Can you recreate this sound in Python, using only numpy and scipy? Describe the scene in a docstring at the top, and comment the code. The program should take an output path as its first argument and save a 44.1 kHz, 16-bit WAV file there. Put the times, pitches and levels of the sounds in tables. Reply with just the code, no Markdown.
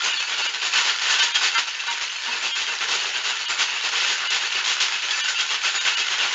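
"""Ice rattles hard in a steel cocktail shaker, about nine strokes a second, in a small hard-walled room.
The cubes crash against the tin in short loud surges; in between they tumble along its wall.
Hands and liquid damp the steel, so it rings only briefly. Now and then a ping or a hollow knock stands
out, or the rattle thins to a few glassy tones. A narrow-band microphone hears it over faint room tone."""
import sys
import numpy as np
from scipy import signal
from scipy.fft import rfft, irfft, next_fast_len
from scipy.io import wavfile
from scipy.ndimage import uniform_filter1d

SR = 44100
rng = np.random.default_rng(int(sys.argv[2]) if len(sys.argv) > 2 else 0)


def output_pcm(signal):
    """Save a mono or channel-first signal as 16-bit PCM at the path in sys.argv[1].

    Samples are clipped to [-1, 1] before scaling.
    """
    pcm = np.clip(np.atleast_2d(signal).T, -1, 1) * 32767
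    wavfile.write(sys.argv[1], SR, np.round(pcm).astype(np.int16))


N = 279594
TIME = np.arange(N) / SR
CUTOFF_HZ = 7200   # top of the microphone's band

# broad colour of ice on the filled tin: frequency_hz, level_db
CLACK_SPECTRUM = [(60, -38), (150, -30.5), (280, -24.5), (390, -17), (620, -16.5), (850, -9.5), (1200, -6),
                  (1800, -2.5), (2300, -0.5), (3100, 2), (4000, -2.5), (5200, -5), (5800, -8), (7100, -7.5)]
# damped resonances of the tin and its air: centre_hz, width_hz, lift_db
TIN_RESONANCES = [(377, 74, 3), (465, 27, 6.5), (601, 22, 5.5), (945, 250, 3.5), (1387.5, 69, 3),
                  (1510, 100, 3), (1768, 130, 0.5), (2650, 142, 1.5), (2838, 150, -0.5), (3292, 210, -2),
                  (4410, 34, -0.5), (4620, 140, -0.5), (6330, 160, 2.5), (6980, 230, 2.5)]


def from_db(db):
    """Decibels to gain."""
    return 10 ** (np.asarray(db) / 20)


def unit_energy(x):
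    """Scale a response so that it passes the energy of a click unchanged."""
    return x / np.sqrt(np.sum(x ** 2) + 1e-20)


def crossover(x, hz, kind):
    """A two-pole filter applied twice, so that neighbouring bands add up flat."""
    return signal.sosfilt(np.tile(signal.butter(2, hz, kind, fs=SR, output="sos"), (2, 1)), x + 1e-18)


def colour(x, spectrum, resonances=()):
    """An equaliser: a broad curve with resonances on top, at about the same power for white input."""
    size = 8192
    hz = np.maximum(np.arange(size // 2 + 1) * SR / size, 1)
    curve_hz, curve_db = np.transpose(spectrum)
    db = np.interp(np.log(hz), np.log(curve_hz), curve_db)
    for centre, width, lift_db in resonances:
        db = db + lift_db / (1 + (2 * (hz - centre) / width) ** 2)
    gain = from_db(db) / np.sqrt(np.mean(from_db(db) ** 2 * (hz < CUTOFF_HZ)))
    cepstrum = irfft(np.log(gain))[:size // 2]
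    cepstrum[1:] *= 2   # minimum phase: nothing sounds before the contact
    response = irfft(np.exp(rfft(cepstrum, size)))
    return signal.fftconvolve(x, response)[:N]


def dying_noise(t60_s):
    """Many close modes or echoes that die together, half a second long."""
    t = TIME[:SR // 2]
    return unit_energy(rng.standard_normal(len(t)) * from_db(-60 * t / t60_s))


def room_tone(level_db):
    """A steady bed of soft hiss with a low rumble."""
    # colour of the room's air: frequency_hz, level_db
    air_spectrum = [(20, -18), (45, -10), (75, 6), (100, -4), (200, -10.5), (500, -5.5), (2000, -6),
                    (7000, -19.5)]
    return from_db(level_db) * colour(rng.standard_normal(N), air_spectrum)


def glassy_lulls(rattle, hold_s, detune_spread, tones_db, uneven_db, focus_db_per_octave):
    """The level dips briefly while glassy tones, about as loud as the rattle was, swell and fade."""
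    # instants where the rattle thins: middle_s, length_s, dip_db, focus_hz
    lulls = [(0.126, 0.01, -11, 2680), (0.186, 0.017, -8, 4260), (0.432, 0.02, -9, 2720),
             (0.48, 0.021, -14, 2900), (1.214, 0.018, -13, 3050), (1.332, 0.018, -15, 3400),
             (1.565, 0.022, -32, 2230), (1.893, 0.02, -7, 1700), (2.535, 0.031, -33, 2700),
             (2.708, 0.017, -5, 2100), (3.471, 0.02, -30, 2940), (4.289, 0.023, -17, 2900),
             (5.226, 0.024, -24, 2600), (5.372, 0.02, -4, 3200), (5.798, 0.022, -12, 3600),
             (5.962, .014, -19, 1700)]
    # glassy tones, close to the tin's own pitches: pitch_hz, level_db
    glassy_tones = [(945, -3.5), (1150, -8.5), (1410, -4), (1560, -2), (1765, -4.5), (2090, -6.5),
                    (2400, -5.5), (2700, -0.5), (2880, 1.5), (3030, -5), (3190, -2.5), (3420, -8),
                    (3680, -5), (3900, -7), (4450, -5.5), (4820, -7), (5500, -16.5), (6250, -9.5),
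                    (6720, -4), (7150, -15.5)]
    pitches, levels = np.transpose(glassy_tones)
    out = rattle.copy()
    for middle, length, dip_db, focus_hz in lulls:
        near = abs(TIME - middle) < .08
        t = TIME[near] - middle
        swell = np.exp(-(2 * t / (length + hold_s)) ** 4)
        loudness = np.sqrt(np.average(rattle[near] ** 2, weights=swell))
        detune, luck, phase = rng.standard_normal((3, len(pitches)))
        hz = pitches * np.exp(detune_spread * detune)
        off_focus_db = focus_db_per_octave * abs(np.log2(hz / focus_hz))
        gains = unit_energy(from_db(levels + uneven_db * luck - off_focus_db))
        tones = np.sqrt(2) * gains @ np.sin(2 * np.pi * (hz[:, None] * t + phase[:, None]))
        out[near] *= from_db(dip_db * np.exp(-(2 * t / length) ** 4))
        out[near] += from_db(tones_db) * loudness * swell * tones
    return out


def wall_ring(force, hits_per_s, t60_s, tilt, modes_per_cluster=5):
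    """Rare square hits set clusters of wall modes singing, each mode at moments of its own."""
    # the wall's ring relative to the blows: time_s, level_db
    ring_levels = [(0, -7.5), (5.05, -10.5), (5.18, -2.5), (5.42, -7), (5.55, -9.5), (6.34, -10)]
    drive = force * from_db(np.interp(TIME, *np.transpose(ring_levels)))
    radius = from_db(-60 / (t60_s * SR))
    out, energy = 0, 0
    for centre, width, lift_db in TIN_RESONANCES:
        if centre < 1000:
            continue   # hands and liquid choke the low modes
        gain = from_db(tilt * np.interp(centre, *np.transpose(CLACK_SPECTRUM)) + lift_db)
        offsets = (np.arange(modes_per_cluster) + rng.random(modes_per_cluster)) / modes_per_cluster - .5
        for hz in centre + width * offsets:
            strikes = np.zeros(N)
            at = rng.integers(0, N, int(hits_per_s * N / SR))
            strikes[at] = drive[at] * rng.standard_normal(len(at)) * np.sqrt(SR / hits_per_s)
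            poles = [1, -2 * radius * np.cos(2 * np.pi * hz / SR), radius ** 2]
            out = out + gain * signal.lfilter([1, 0, -1], poles, strikes + 1e-18)
            energy += gain ** 2 * 2 / (1 - radius ** 2)
    return out / np.sqrt(energy)


def short_tone(start_s, hz, t60_s, swell_s):
    """A pure tone swells quickly and dies away."""
    out, first = np.zeros(N), int(start_s * SR)
    t = TIME[:min(SR // 2, N - first)]
    envelope = (1 - np.exp(-t / swell_s)) * from_db(-60 * t / t60_s)
    out[first:first + len(t)] = envelope * np.sin(2 * np.pi * (hz * t + rng.random()))
    return out


def pings_and_knocks():
    """Now and then a thin, high ping or a hollow knock stands out."""
    # short high pings: start_s, pitch_hz, level_db
    pings = [(0.161, 4350, -22.5), (0.639, 6860, -30), (2.153, 4320, -32), (3.49, 7180, -27.5),
             (5.124, 6000, -28.5), (5.751, 6900, -23.5)]
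    # hollow knocks, each a ring over a low boom: start_s, ring_db, boom_db
    knocks = [(.765, -31.5, -42), (1.199, -28.5, -47), (1.565, -35, -46.5), (1.878, -30, -45.5),
              (2.277, -37.5, -41), (2.334, -52, -48)]
    # close pair of modes in a knock's ring: pitch_hz, lift_db, t60_s
    hollow_modes = [(933, 3, 0.2), (946, 3, 0.37)]
    out = sum(from_db(db) * short_tone(start, hz, t60_s=0.35, swell_s=0.0044) for start, hz, db in pings)
    for start, ring_db, boom_db in knocks:
        out += from_db(boom_db) * short_tone(start, hz=243, t60_s=0.18, swell_s=0.0071)
        for hz, lift_db, t60_s in hollow_modes:
            out += from_db(ring_db + lift_db) * short_tone(start, hz, t60_s, swell_s=0.0043)
    return out


def cube_contact(clink_hz, clink_t60_s, clink_db, wall_t60_s, wall_db, room_t60_s, room_db):
    """One cube on one spot: a sharp crack, the wall's short ring, the cube's clink, then the room."""
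    t = TIME[:SR // 10]
    crack = from_db(wall_db) * dying_noise(wall_t60_s)[:len(t)]
    crack[0] += 1
    clink = np.sin(2 * np.pi * clink_hz * t) * from_db(-60 * t / clink_t60_s)
    contact = unit_energy(crack) + from_db(clink_db) * unit_energy(clink)
    room = from_db(room_db) * dying_noise(room_t60_s) * (TIME[:SR // 2] > .004)   # 4 ms pre-delay
    room[0] = 1   # direct sound
    return unit_energy(signal.fftconvolve(contact, room)[:SR // 2])


def collisions(per_s, spread_db, share_s):
    """Random clicks, a few big among many small; those close in time share the momentum of the ice."""
    sizes = from_db(spread_db * np.minimum(rng.exponential(1, N), 4)) * rng.choice([-1, 1], N)
    clicks = sizes * (rng.random(N) < per_s / SR)
    width = max(int(share_s * SR), 2)
    power = uniform_filter1d(uniform_filter1d(clicks ** 2, width), width)
    return clicks / np.sqrt(np.maximum(power, per_s / SR))


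def surge_envelopes(rise_s, settle_s, scatter_db, gain_db):
    """Each surge of the rattle rises fast, holds, then settles: envelopes of thud, clack and splinter."""
    # short loud surges of the rattle: start_s, length_s, level_db; the row at 5.15 s is no stroke of the ice,
    # only a brief swell in the level
    surges = [(0.034, 0.04, -24.5), (0.124, 0.055, -37.5), (0.276, 0.065, -28.5), (0.373, .1, -27.5),
              (0.536, 0.01, -25.5), (0.613, .058, -26), (0.726, 0.082, -22.5), (0.844, 0.055, -22.5),
              (1.009, 0.077, -25.5), (1.092, 0.056, -23.5), (1.184, 0.052, -22.5), (1.345, 0.016, -22),
              (1.41, 0.059, -23), (1.54, 0.044, -21), (1.671, 0.012, -28), (1.793, 0.0037, -27.5),
              (1.861, 0.076, -29.5), (2.003, 0.036, -28.5), (2.234, 0.15, -30), (2.418, 0.055, -28.5),
              (2.514, 0.11, -29), (2.674, 0.05, -29.5), (2.8, 0.036, -27), (2.878, 0.081, -27),
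              (2.982, 0.095, -30.5), (3.14, 0.043, -27.5), (3.234, 0.07, -27.5), (3.397, 0.015, -28.5),
              (3.492, 0.022, -25), (3.585, 0.039, -22), (3.678, 0.091, -29.5), (3.831, 0.035, -25.5),
              (3.918, .13, -25.5), (4.068, .06, -26), (4.196, .05, -27), (4.297, 0.067, -25),
              (4.406, 0.05, -27.5), (4.542, 0.047, -26), (4.641, 0.082, -25.5), (4.798, 0.032, -23.5),
              (4.909, .052, -27.5), (5.018, 0.029, -27.5), (5.102, .009, -24.5), (5.148, 0.11, -29.5),
              (5.279, .014, -25), (5.383, 0.032, -26.5), (5.497, 0.051, -25), (5.631, 0.047, -25),
              (5.736, 0.024, -25), (5.845, 0.047, -22), (5.957, 0.049, -26.5), (6.095, .049, -25.5),
              (6.18, 0.08, -24.5), (6.318, .061, -26)]
    # low thud of a middling surge relative to its clack: time_s, level_db
    thud_levels = [(0, 4.5), (1.6, -2), (2.2, 4.5), (3.6, 4), (3.75, 0), (6.34, 1.5)]
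    middling_db = -26
    power = np.zeros((3, N))
    for start, length, db in surges:
        thud_luck, splinter_luck = scatter_db * rng.standard_normal(2)
        hardness_db = db - middling_db   # loud surges gain more splinter than thud
        thud_db = np.interp(start, *np.transpose(thud_levels)) + 0.18 * hardness_db + thud_luck
        splinter_db = -0.45 + 0.35 * hardness_db + splinter_luck
        near = slice(max(int((start - rise_s) * SR), 0), int((start + length + .2) * SR))
        t = TIME[near] - start
        envelope = np.clip(t / rise_s + .5, 0, 1) * np.exp(-np.maximum(t - length, 0) / settle_s)
        power[:, near] += (from_db([[db + thud_db], [db], [db + splinter_db]]) * envelope) ** 2
    return from_db(gain_db) * np.sqrt(power)


def ice_rattle(thud_below_hz, splinter_above_hz, tumble_db, cubes_db, cube_count=56):
    """Cubes of many sizes crash and tumble, each with its own clink and echoes, and the wall rings."""
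    # cubes tumbling between the turns, following the vigour of the arms: time_s, level_db
    tumble_levels = [(0.0, -19.5), (0.46, -29), (0.92, -23), (1.43, -24), (1.66, -28), (2.24, -27),
                     (2.51, -25.5), (3.48, -25), (4.17, -22.5), (5.67, -25.5), (5.88, -21.5), (6.34, -23)]
    tumble = from_db(np.interp(TIME, *np.transpose(tumble_levels)) + tumble_db)
    tumble_bands = tumble * from_db([[-2.5], [0], [-0.9]])   # thud, clack, splinter
    surge_bands = surge_envelopes(rise_s=0.015, settle_s=0.019, scatter_db=2, gain_db=5)
    surge = surge_bands[1]
    loose = tumble ** 2 / (tumble ** 2 + surge ** 2)   # the tumbling gives way during a surge
    hits = surge_bands * collisions(per_s=1300, spread_db=0.5, share_s=0.0077)
    hits += loose * tumble_bands * collisions(per_s=1100, spread_db=5.0, share_s=0.16)
    struck_cube = rng.integers(0, cube_count, N)
    size = next_fast_len(N + SR // 2, real=True)
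    spectra = 0
    for cube, hz in enumerate(np.linspace(800, 7100, cube_count)):   # big cubes clink low, chips high
        contact = cube_contact(hz, clink_t60_s=0.014, clink_db=-7.0, wall_t60_s=0.02, wall_db=3.5,
                               room_t60_s=0.25, room_db=-1)
        own_hits = (hits * (struck_cube == cube)).astype(np.float32)
        spectra = spectra + rfft(own_hits, size) * rfft(contact, size)
    thud, clack, splinter = from_db(cubes_db) * irfft(spectra, size)[:, :N]
    thud = crossover(thud, thud_below_hz, "low")
    clack = crossover(crossover(clack, thud_below_hz, "high"), splinter_above_hz, "low")
    splinter = crossover(splinter, splinter_above_hz, "high")
    rattle = colour(thud + clack + splinter, CLACK_SPECTRUM, TIN_RESONANCES)
    return rattle + wall_ring(surge + loose * tumble, hits_per_s=10, t60_s=0.12, tilt=1.17)


def scene():
    """The shaker over a faint room tone, in mono."""
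    rattle = ice_rattle(thud_below_hz=790, splinter_above_hz=3470, tumble_db=-2, cubes_db=-2.5)
    mix = rattle + pings_and_knocks() + room_tone(level_db=-65)
    return glassy_lulls(mix, hold_s=0.011, detune_spread=0.012, tones_db=-1.5, uneven_db=5.0,
                        focus_db_per_octave=7)[None]


def record(dry):
    """The microphone drops the deep bass and everything above its narrow band."""
    bass_cut = signal.butter(2, 45, "high", fs=SR, output="sos")
    top_slope = signal.butter(22, CUTOFF_HZ, fs=SR, output="sos")
    top_cut = signal.ellip(10, .1, 70, 8000, fs=SR, output="sos")
    return signal.sosfilt(np.vstack([bass_cut, top_slope, top_cut]), dry)


dry = scene()
out = record(dry)
output_pcm(out)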